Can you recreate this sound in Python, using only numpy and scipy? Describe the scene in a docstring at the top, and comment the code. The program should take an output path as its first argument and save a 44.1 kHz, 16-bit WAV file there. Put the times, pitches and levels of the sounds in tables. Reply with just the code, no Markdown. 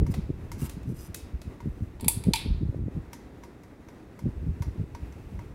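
"""Ceiling fan and pull-chain switch.

A fan turns in a bedroom; its downdraught buffets a microphone held just below it. Light ticks
come now and then over the soft rush of the blades. A hand brushes past the glass shades, finds
the pull chain and works the light switch: a bright snap in, a duller snap back."""
import sys
import numpy as np
from scipy import signal
from scipy.fft import rfft, irfft
from scipy.io import wavfile
from scipy.ndimage import uniform_filter1d

SR = 44100
rng = np.random.default_rng(int(sys.argv[2]) if len(sys.argv) > 2 else 0)


def wrap_up_sound(samples):
    """Save the sound to the file named by the first command line argument, as 16-bit audio."""
    columns = np.atleast_2d(samples).T
    # keep every value between -1 and 1, then stretch to whole-number steps
    tamed = np.clip(columns, -1, 1)
    steps = np.round(tamed * 32767).astype(np.int16)
    wavfile.write(sys.argv[1], SR, steps)


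N = 244314
TIME_S = np.arange(N) / SR


def from_db(db):
    """Decibels to gain."""
    return 10 ** (np.asarray(db) / 20)


def unit_rms(x):
    """Scale to unit power."""
    return x / np.sqrt(np.mean(x ** 2) + 1e-20)


def at_hz(points, hz):
    """Read a table along log frequency."""
    known_hz, values = np.transpose(points)
    return np.interp(np.log(np.maximum(hz, 1)), np.log(known_hz), values)


def butter(x, hz, kind, order=2):
    """Causal Butterworth filter."""
    return signal.sosfilt(signal.butter(order, hz, kind, fs=SR, output="sos"), x)


def noise(spectrum, size=N):
    """Unit noise with the given spectrum, falling away below its lowest point."""
    hz = np.arange(size // 2 + 1) * SR / size
    gain = from_db(at_hz(spectrum, hz)) * np.minimum(hz / spectrum[0][0], 1) ** 2
    return unit_rms(irfft(rfft(rng.standard_normal(size)) * gain, size))


def drift(rate_hz):
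    """Random wander of unit RMS."""
    return unit_rms(butter(rng.standard_normal(N + SR), rate_hz, "low")[SR:])


def add(track, start_s, sound):
    """Mix a sound in from start_s."""
    at = int(round(start_s * SR))
    sound, at = sound[max(-at, 0):], max(at, 0)
    track[at:at + len(sound)] += sound[:max(N - at, 0)]


# Blade rush and air hiss. Each row: frequency in Hz, relative level in dB.
RUSH_SPECTRUM = [(18, -41), (30, -18), (109, -6), (149, -4), (215, -2.5), (303, -0.5), (554, -12.5),
                 (684, -15), (1760, -24), (1910, -22), (2410, -29), (2750, -36.5), (3670, -33),
                 (4300, -37.5), (16000, -48.5)]
HISS_SPECTRUM = [(1500, -15.5), (2600, 7.5), (3300, -7), (6000, -8.5), (9000, -10.5), (15000, -14)]
# Hiss envelope. Each row: time in seconds, relative level in dB.
HISS_ENVELOPE = [(0, -61.5), (1.2, -62), (2.8, -64.5), (3.3, -66.5), (4.1, -65.5), (4.4, -62), (5.0, -60.5),
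                 (5.3, -59), (5.54, -63)]
# Motor hum. Each row: frequency in Hz, level in dB.
MOTOR_PARTIALS = [(59.5, -60), (119, -65), (227, -77.5)]


def fan(rush_db=-49, hiss_trim_db=-7, waver_db=1.02):
    """Smooth rush and hiss of the blades over a faint, unsteady motor hum."""
    rush = noise(RUSH_SPECTRUM) * from_db(rush_db)
    hiss_db = np.interp(TIME_S, *np.transpose(HISS_ENVELOPE)) + hiss_trim_db
    hiss = noise(HISS_SPECTRUM) * from_db(hiss_db)
    hum = sum(from_db(db) * np.sqrt(2) * np.sin(2 * np.pi * hz * TIME_S + .7 * drift(1.3))
              for hz, db in MOTOR_PARTIALS)
    return (rush + hiss) * from_db(waver_db * drift(6.3)) + hum


# Downdraught strength. Each row: time in seconds, relative level in dB before the swing factor.
DRAUGHT_ENVELOPE = [(0.0, -28), (0.11, -36.5), (0.21, -38), (1.19, -45), (1.65, -44), (2.53, -37),
                    (2.82, -39.5), (3.02, -43.5), (3.18, -48), (3.95, -50.5), (4.23, -47.5), (4.44, -38),
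                    (4.63, -43), (5.06, -42), (5.18, -42), (5.54, -42.5)]


def draught_db(mean_db=-43.5, swing=1.6):
    """Turbulence level as the microphone moves in and out of the downdraught."""
    db = np.interp(TIME_S, *np.transpose(DRAUGHT_ENVELOPE))
    return mean_db + swing * (db - db.mean())


# Turbulence. Each row: frequency in Hz, relative level in dB.
DRAUGHT_SPECTRUM = [(12, -47.5), (20, -2), (70, 8), (153, -5), (332, -29.5), (370, -14), (597, -43),
                    (645, -44.5), (729, -47), (800, -44.5), (1040, -65.5), (1760, -120)]


def draught(lump_db=4.0, lump_hz=25.5):
    """Lumpy low turbulence at the microphone."""
    rumble = noise(DRAUGHT_SPECTRUM)
    lumps = from_db(lump_db * np.clip(drift(lump_hz), -2, 1.5))
    return from_db(draught_db()) * unit_rms(rumble * lumps)


def stray_eddies(count=80, per_s=6, over_draught_db=6.5, pitch_hz=134, spread_octaves=.4):
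    """Weak eddies ride on the draught at uneven intervals. Returns rows of (s, dB, Hz)."""
    times_s = np.cumsum(rng.uniform(0, 2, count)) / per_s
    db = np.interp(times_s, TIME_S, draught_db()) + over_draught_db
    hz = pitch_hz * 2 ** (spread_octaves * rng.standard_normal(count))
    return list(zip(times_s, db, hz))


# Strong gusts. Each row: centre in seconds, peak level in dB, pitch in Hz, length in seconds.
STRONG_GUSTS = [(0.027, -18.5, 212, 0.033), (.1, -18.5, 142, 0.0335), (0.193, -19.5, 119, 0.027),
                (0.303, -19.5, 166, 0.016), (0.632, -19, 133, 0.033), (0.778, -29.5, 150, 0.013),
                (.902, -23, 188, 0.068), (1.101, -27.5, 127, .015), (1.344, -23.5, 84, .015),
                (1.478, -26, 121, 0.01), (1.675, -20.5, 130, 0.047), (1.824, -19.5, 106, 0.012),
                (2.063, -20.5, 144, 0.031), (2.175, -21, 136, 0.01), (2.034, -25.5, 201, 0.01),
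                (2.288, -10, 166, 0.026), (2.462, -25, 251, .015), (2.506, -16.5, 104.5, 0.062),
                (2.634, -17, 135, 0.043), (2.696, -19.5, 117, .02), (2.746, -30.5, 350, 0.022),
                (2.84, -23, 125, 0.16), (2.976, -20.5, 124.5, 0.041), (4.267, -17, 148.6, 0.048),
                (4.491, -18, 102.4, 0.039), (4.61, -19.5, 89, 0.013), (4.684, -22, 115.7, 0.024),
                (4.802, -21.5, 161, 0.054), (5.034, -26.5, 94, 0.021), (5.35, -27, 99, 0.043)]


def gust_eddies(count=5, gap_s=.021, jitter_gaps=.15, edge_db=-6, spread_octaves=.4):
    """A gust is a train of eddies, strongest in the middle. Returns rows of (s, dB, Hz)."""
    place, rows = np.arange(count) - count // 2, []
    for centre_s, db, hz, length_s in STRONG_GUSTS:
        jitter, detune = rng.standard_normal((2, count)) * (place != 0)   # only the flanks vary
        lag_s = gap_s * (place + jitter_gaps * jitter)
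        fade_db = np.maximum(edge_db * (2 * lag_s / length_s) ** 2, -60)
        rows += zip(centre_s + lag_s, db + fade_db, hz * 2 ** (spread_octaves * detune))
    return rows


def buffeting(eddies, scatter_s=.007, width_cycles=0.15, follower_db=-6.0, count=4):
    """An eddy is a pressure bump among weaker ones; the microphone's bass cut makes it swing back."""
    out, t = np.zeros(N), np.arange(-SR // 20, SR // 10) / SR
    is_follower = np.arange(count)[:, None] > 0
    for peak_s, db, hz in eddies:
        lag, size, polarity = rng.standard_normal((3, count, 1))
        width_s = width_cycles / hz * from_db(-1.2 * np.abs(size) * is_follower)
        offset = np.clip((t - scatter_s * lag * is_follower) / width_s, -20, 20)
        bumps = np.sign(polarity) * from_db(follower_db * is_follower) / np.cosh(offset)
        bass_cut_hz = 64.8 * (hz / 110) ** 0.98
        eddy = butter(bumps.sum(axis=0), bass_cut_hz, "high", order=3)
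        power = uniform_filter1d(np.abs(signal.hilbert(eddy)) ** 2, SR // 220)
        add(out, peak_s - np.argmax(power) / SR, from_db(db) * eddy / np.sqrt(power.max()))
    return butter(out, 680, "low", order=4)


# Bedroom decay. Each row: frequency in Hz, T60 in seconds.
BEDROOM_T60 = [(300, 0.19), (1000, 0.63), (2500, 0.49), (4000, 0.57), (8000, 0.16), (11000, 0.404),
               (16000, 0.083)]


def room(spectrum, delay_s, build_s):
    """Diffuse reflections build up after a gap; each band dies at its own rate. Unit energy."""
    t, edges_hz = np.arange(int(SR * .6)) / SR, np.geomspace(350, 17000, 11)
    sources, tail = [noise(spectrum, len(t)), noise(spectrum, len(t))], 0
    for k, (low, high) in enumerate(zip(edges_hz, edges_hz[1:])):
        t60_s = at_hz(BEDROOM_T60, np.sqrt(low * high))
        tail = tail + butter(sources[k % 2], [low, high], "band") * from_db(-60 * t / t60_s)
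    tail = tail * np.clip((t - delay_s) / build_s, 0, 1)
    return tail / np.linalg.norm(tail)


def ringing(modes, t):
    """Decaying modes; every blow shares its force among them a little differently."""
    hz, db, t60_s = np.transpose(modes)[:, :, None]
    strength = from_db(db + 2 * rng.standard_normal(hz.shape)) * rng.choice([-1, 1], hz.shape)
    return np.sum(strength * from_db(-60 * t / t60_s) * np.sin(2 * np.pi * hz * t), axis=0)


# Body, middle and treble of a blow. Each row: low edge in Hz, high edge in Hz.
BANDS_HZ = [(450, 1500), (1500, 6000), (6000, 16000)]
# Strength of the room's answer. Each row: frequency in Hz, gain in dB added to the room send.
BEDROOM_GAIN = [(1000, -1.5), (3700, 1.5), (11000, 2)]


def blows(events, modes, spectrum, contact_s, crack_t60_s, ring_db, room_ring_db):
    """A blow is a brief chatter of contact, a few modes and the room's answer, set in three bands."""
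    out, t = np.zeros(N), np.arange(SR // 3) / SR
    for start_s, *levels_db, send_db in events:
        crack = noise(spectrum, len(t)) * from_db(-60 * np.maximum(t - contact_s, 0) / crack_t60_s)
        ring = ringing(modes, t)
        blow = crack + from_db(ring_db) * ring
        reflections = room(spectrum, delay_s=0.0073, build_s=0.006)
        room_ring = signal.fftconvolve(reflections, ring)[:len(reflections)]
        tail = unit_rms(reflections) + from_db(room_ring_db) * unit_rms(room_ring)
        for band, db in zip(BANDS_HZ, levels_db):
            direct = butter(blow, band, "band", order=3)
            direct = direct * from_db(db) / np.std(direct[:SR // 100])   # level of the first 10 ms
            echo = butter(tail, band, "band", order=3)
            wet = from_db(send_db + at_hz(BEDROOM_GAIN, np.mean(band)))
            add(out, start_s, direct)
            add(out, start_s, echo * wet * np.linalg.norm(direct) / np.linalg.norm(echo))
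    return out


def by_hardness(events, middle_db, send_db):
    """Harder contact tilts a blow towards the treble; blows on one spot share a room send."""
    return [(s, db - tilt_db, db + middle_db, db + tilt_db, send_db) for s, db, tilt_db in events]


# Light ticks. Each row: start in seconds, level in dB, treble tilt in dB per band.
TICK_EVENTS = [(.0649, -52, -4), (.5168, -46, -2), (1.6034, -55.5, -9), (3.1309, -47, -1.5),
               (3.4357, -53.5, -5.5), (3.6342, -62, -2.5), (3.8857, -58, -5.5), (4.191, -54.5, -4),
               (4.622, -47.5, -4), (4.9488, -51, -8.5), (5.1239, -60.5, -3.5), (5.3912, -55, -9)]
# Their ring. Each row: frequency in Hz, relative level in dB, T60 in seconds.
TICK_RING = [(570.6, 0.5, 0.037), (944, 8, 0.067), (1125, 1.5, 0.04), (1521, -2, 0.045),
             (2120, 12.5, 0.021), (2510, -27, 0.037), (4620, -21.5, .015), (5890, 5.5, 0.019),
             (7100, -14, .012), (12000, -11, 0.014)]
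# Their contact noise. Each row: frequency in Hz, relative level in dB.
TICK_SPECTRUM = [(500, -16.5), (1000, -15), (2000, -3), (3500, -4), (5900, -3.5), (8500, -11.5),
                 (12000, -9.5), (14000, -17), (16000, -21)]


def light_ticks():
    """Sparse small clicks with a short ring."""
    events = by_hardness(TICK_EVENTS, middle_db=-0.8, send_db=-8.0)
    return blows(events, TICK_RING, TICK_SPECTRUM,
                 contact_s=0.0015, crack_t60_s=0.058, ring_db=-5.0, room_ring_db=-4.0)


# Finger knocks. Each row: start in seconds, level in dB, treble tilt in dB per band.
KNOCK_EVENTS = [(.1402, -47, -4.5), (.1475, -53.5, -2.5), (.6949, -51.5, 4.5), (.8301, -65, 0),
                (1.1444, -44.5, 6), (1.4163, -54.5, -1.5)]
# Brass lamp fitting. Each row: frequency in Hz, relative level in dB, T60 in seconds.
FITTING_MODES = [(1980, 3.5, 0.03), (2560, -5, 0.13), (3835, -3.5, 0.085), (7000, -2, .03),
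                 (8100, -8, 0.021)]
# Finger contact noise. Each row: frequency in Hz, relative level in dB.
FINGER_SPECTRUM = [(500, 7.5), (2000, -8.5), (4000, -5.5), (8000, -9), (12000, -10.5), (16000, -14.5)]


def finger_knocks():
    """Fingers knock on the lamp fitting and set the brass ringing."""
    events = by_hardness(KNOCK_EVENTS, middle_db=2.0, send_db=-6.5)
    return blows(events, FITTING_MODES, FINGER_SPECTRUM,
                 contact_s=0.0032, crack_t60_s=0.025, ring_db=-12, room_ring_db=-11)


# Skin on glass. Each row: start in seconds, length in seconds, level in dB, ring over friction in dB.
SKIN_STROKES = [(0.101, 0.03, -47, -4.5), (0.578, .1, -47.5, -9), (0.866, 0.068, -60.5, 1),
                (0.942, 0.14, -54, -.5), (1.63, .26, -73, -5)]
# Skin friction. Each row: frequency in Hz, relative level in dB.
FRICTION_SPECTRUM = [(1000, 10.5), (3000, 2.5), (6000, 0.5), (8000, 8), (12000, 3.5), (15000, 6.5),
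                     (16000, -4.5)]
# Glass shade. Each row: frequency in Hz, relative level in dB, nominal decay in seconds.
SHADE_MODES = [(2829, -5, 0.066), (5060, 1, .07), (5903, -0.5, 0.032), (7400, -12, 0.057),
               (9040, -9.5, .05), (9500, -6.5, .05), (11400, -8, .03), (11500, -6, .04), (13400, -13, .03)]


def shade_strokes(grain_db=3.0, swell_db=4.5, send_db=-6.5, attack_s=.05, release_s=.018):
    """Countless tiny slips of skin hiss and set the shade ringing, each mode swelling on its own."""
    slips = unit_rms(noise(FRICTION_SPECTRUM) * from_db(grain_db * drift(297.4)))
    glass, out = np.zeros(N), np.zeros(N)
    for hz, db, decay_s in SHADE_MODES:
        mode = signal.lfilter(*signal.iirpeak(hz, Q=hz * decay_s / 5, fs=SR), slips)
        glass += from_db(db + swell_db * drift(25)) * mode
    glass = unit_rms(glass)
    for start_s, length_s, db, glass_db in SKIN_STROKES:
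        ramp = np.minimum((TIME_S - start_s) / attack_s, (start_s + length_s - TIME_S) / release_s)
        pressure = np.sqrt(np.clip(ramp, 0, 1))
        out += from_db(db) * pressure * unit_rms(slips + from_db(glass_db) * glass)
    reflections = room(FINGER_SPECTRUM, delay_s=0.0042, build_s=0.0067)
    return out + from_db(send_db) * signal.fftconvolve(out, reflections)[:N]


# Switch clicks. Each row: start in seconds, body, middle and treble levels in dB, room send in dB.
SWITCH_CLICKS = [(1.998, -51, -55.5, -74.5, 3), (2.0084, -52, -53.5, -45.5, -10.5),
                 (2.0444, -44.5, -45.5, -45.5, -8.5), (2.0817, -33, -28, -15.5, -12.5),
                 (2.2374, -49.5, -47, -46.5, -5.5), (2.3352, -28.5, -22.5, -30, -8.5),
                 (2.3574, -61, -31, -36.5, -7.5)]
# Brass housing. Each row: frequency in Hz, relative level in dB, T60 in seconds.
HOUSING_MODES = [(884.4, 0, 0.069), (946, -5.5, 0.079), (2260, -3.5, 0.075), (2402, -2.5, .06),
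                 (2664, -17.5, 0.38), (3470, -13, 0.24), (4440, -8, 0.083), (4740, -5, 0.074),
                 (5200, -24, .3), (7460, -2, .08), (8273, -4, .08), (8760, -7.5, 0.021), (9470, -21, .06),
                 (10100, -4.5, 0.049), (10600, 3, 0.066), (10900, -10.5, .06), (10700, -16, .06),
                 (11850, 3, .05)]
# Snap noise. Each row: frequency in Hz, relative level in dB.
SNAP_SPECTRUM = [(500, -25.5), (900, -6), (1300, -26), (1800, -13), (2400, 0.5), (2900, -5), (3600, 1),
                 (4400, -1), (5600, -10.5), (7000, -8), (8000, 0.5), (10300, 4.5), (13000, -6), (16000, -8)]


def pull_switch():
    """The pull-chain switch snaps in and back among smaller clicks, ringing its housing."""
    return blows(SWITCH_CLICKS, HOUSING_MODES, SNAP_SPECTRUM,
                 contact_s=0.0027, crack_t60_s=0.019, ring_db=-11.5, room_ring_db=-14.0)


def scene():
    """Clicks and strokes ring in the room; the wind is heard only at the microphone. 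Mono."""
    contacts = pull_switch() + finger_knocks() + light_ticks() + shade_strokes()
    air = draught() + fan()
    gusts = buffeting(stray_eddies() + gust_eddies())
    return (contacts + air + gusts)[None]


def record(dry):
    """The deepest bass is lost, the loudest peaks are rounded and the top is cut steeply."""
    bass_cut_hz, ceiling, top_cut_hz = 26, .7, 15750
    rounded = ceiling * np.tanh(butter(dry, bass_cut_hz, "high") / ceiling)
    return signal.sosfilt(signal.ellip(10, .1, 90, top_cut_hz, fs=SR, output="sos"), rounded)


dry = scene()
out = record(dry)
wrap_up_sound(out)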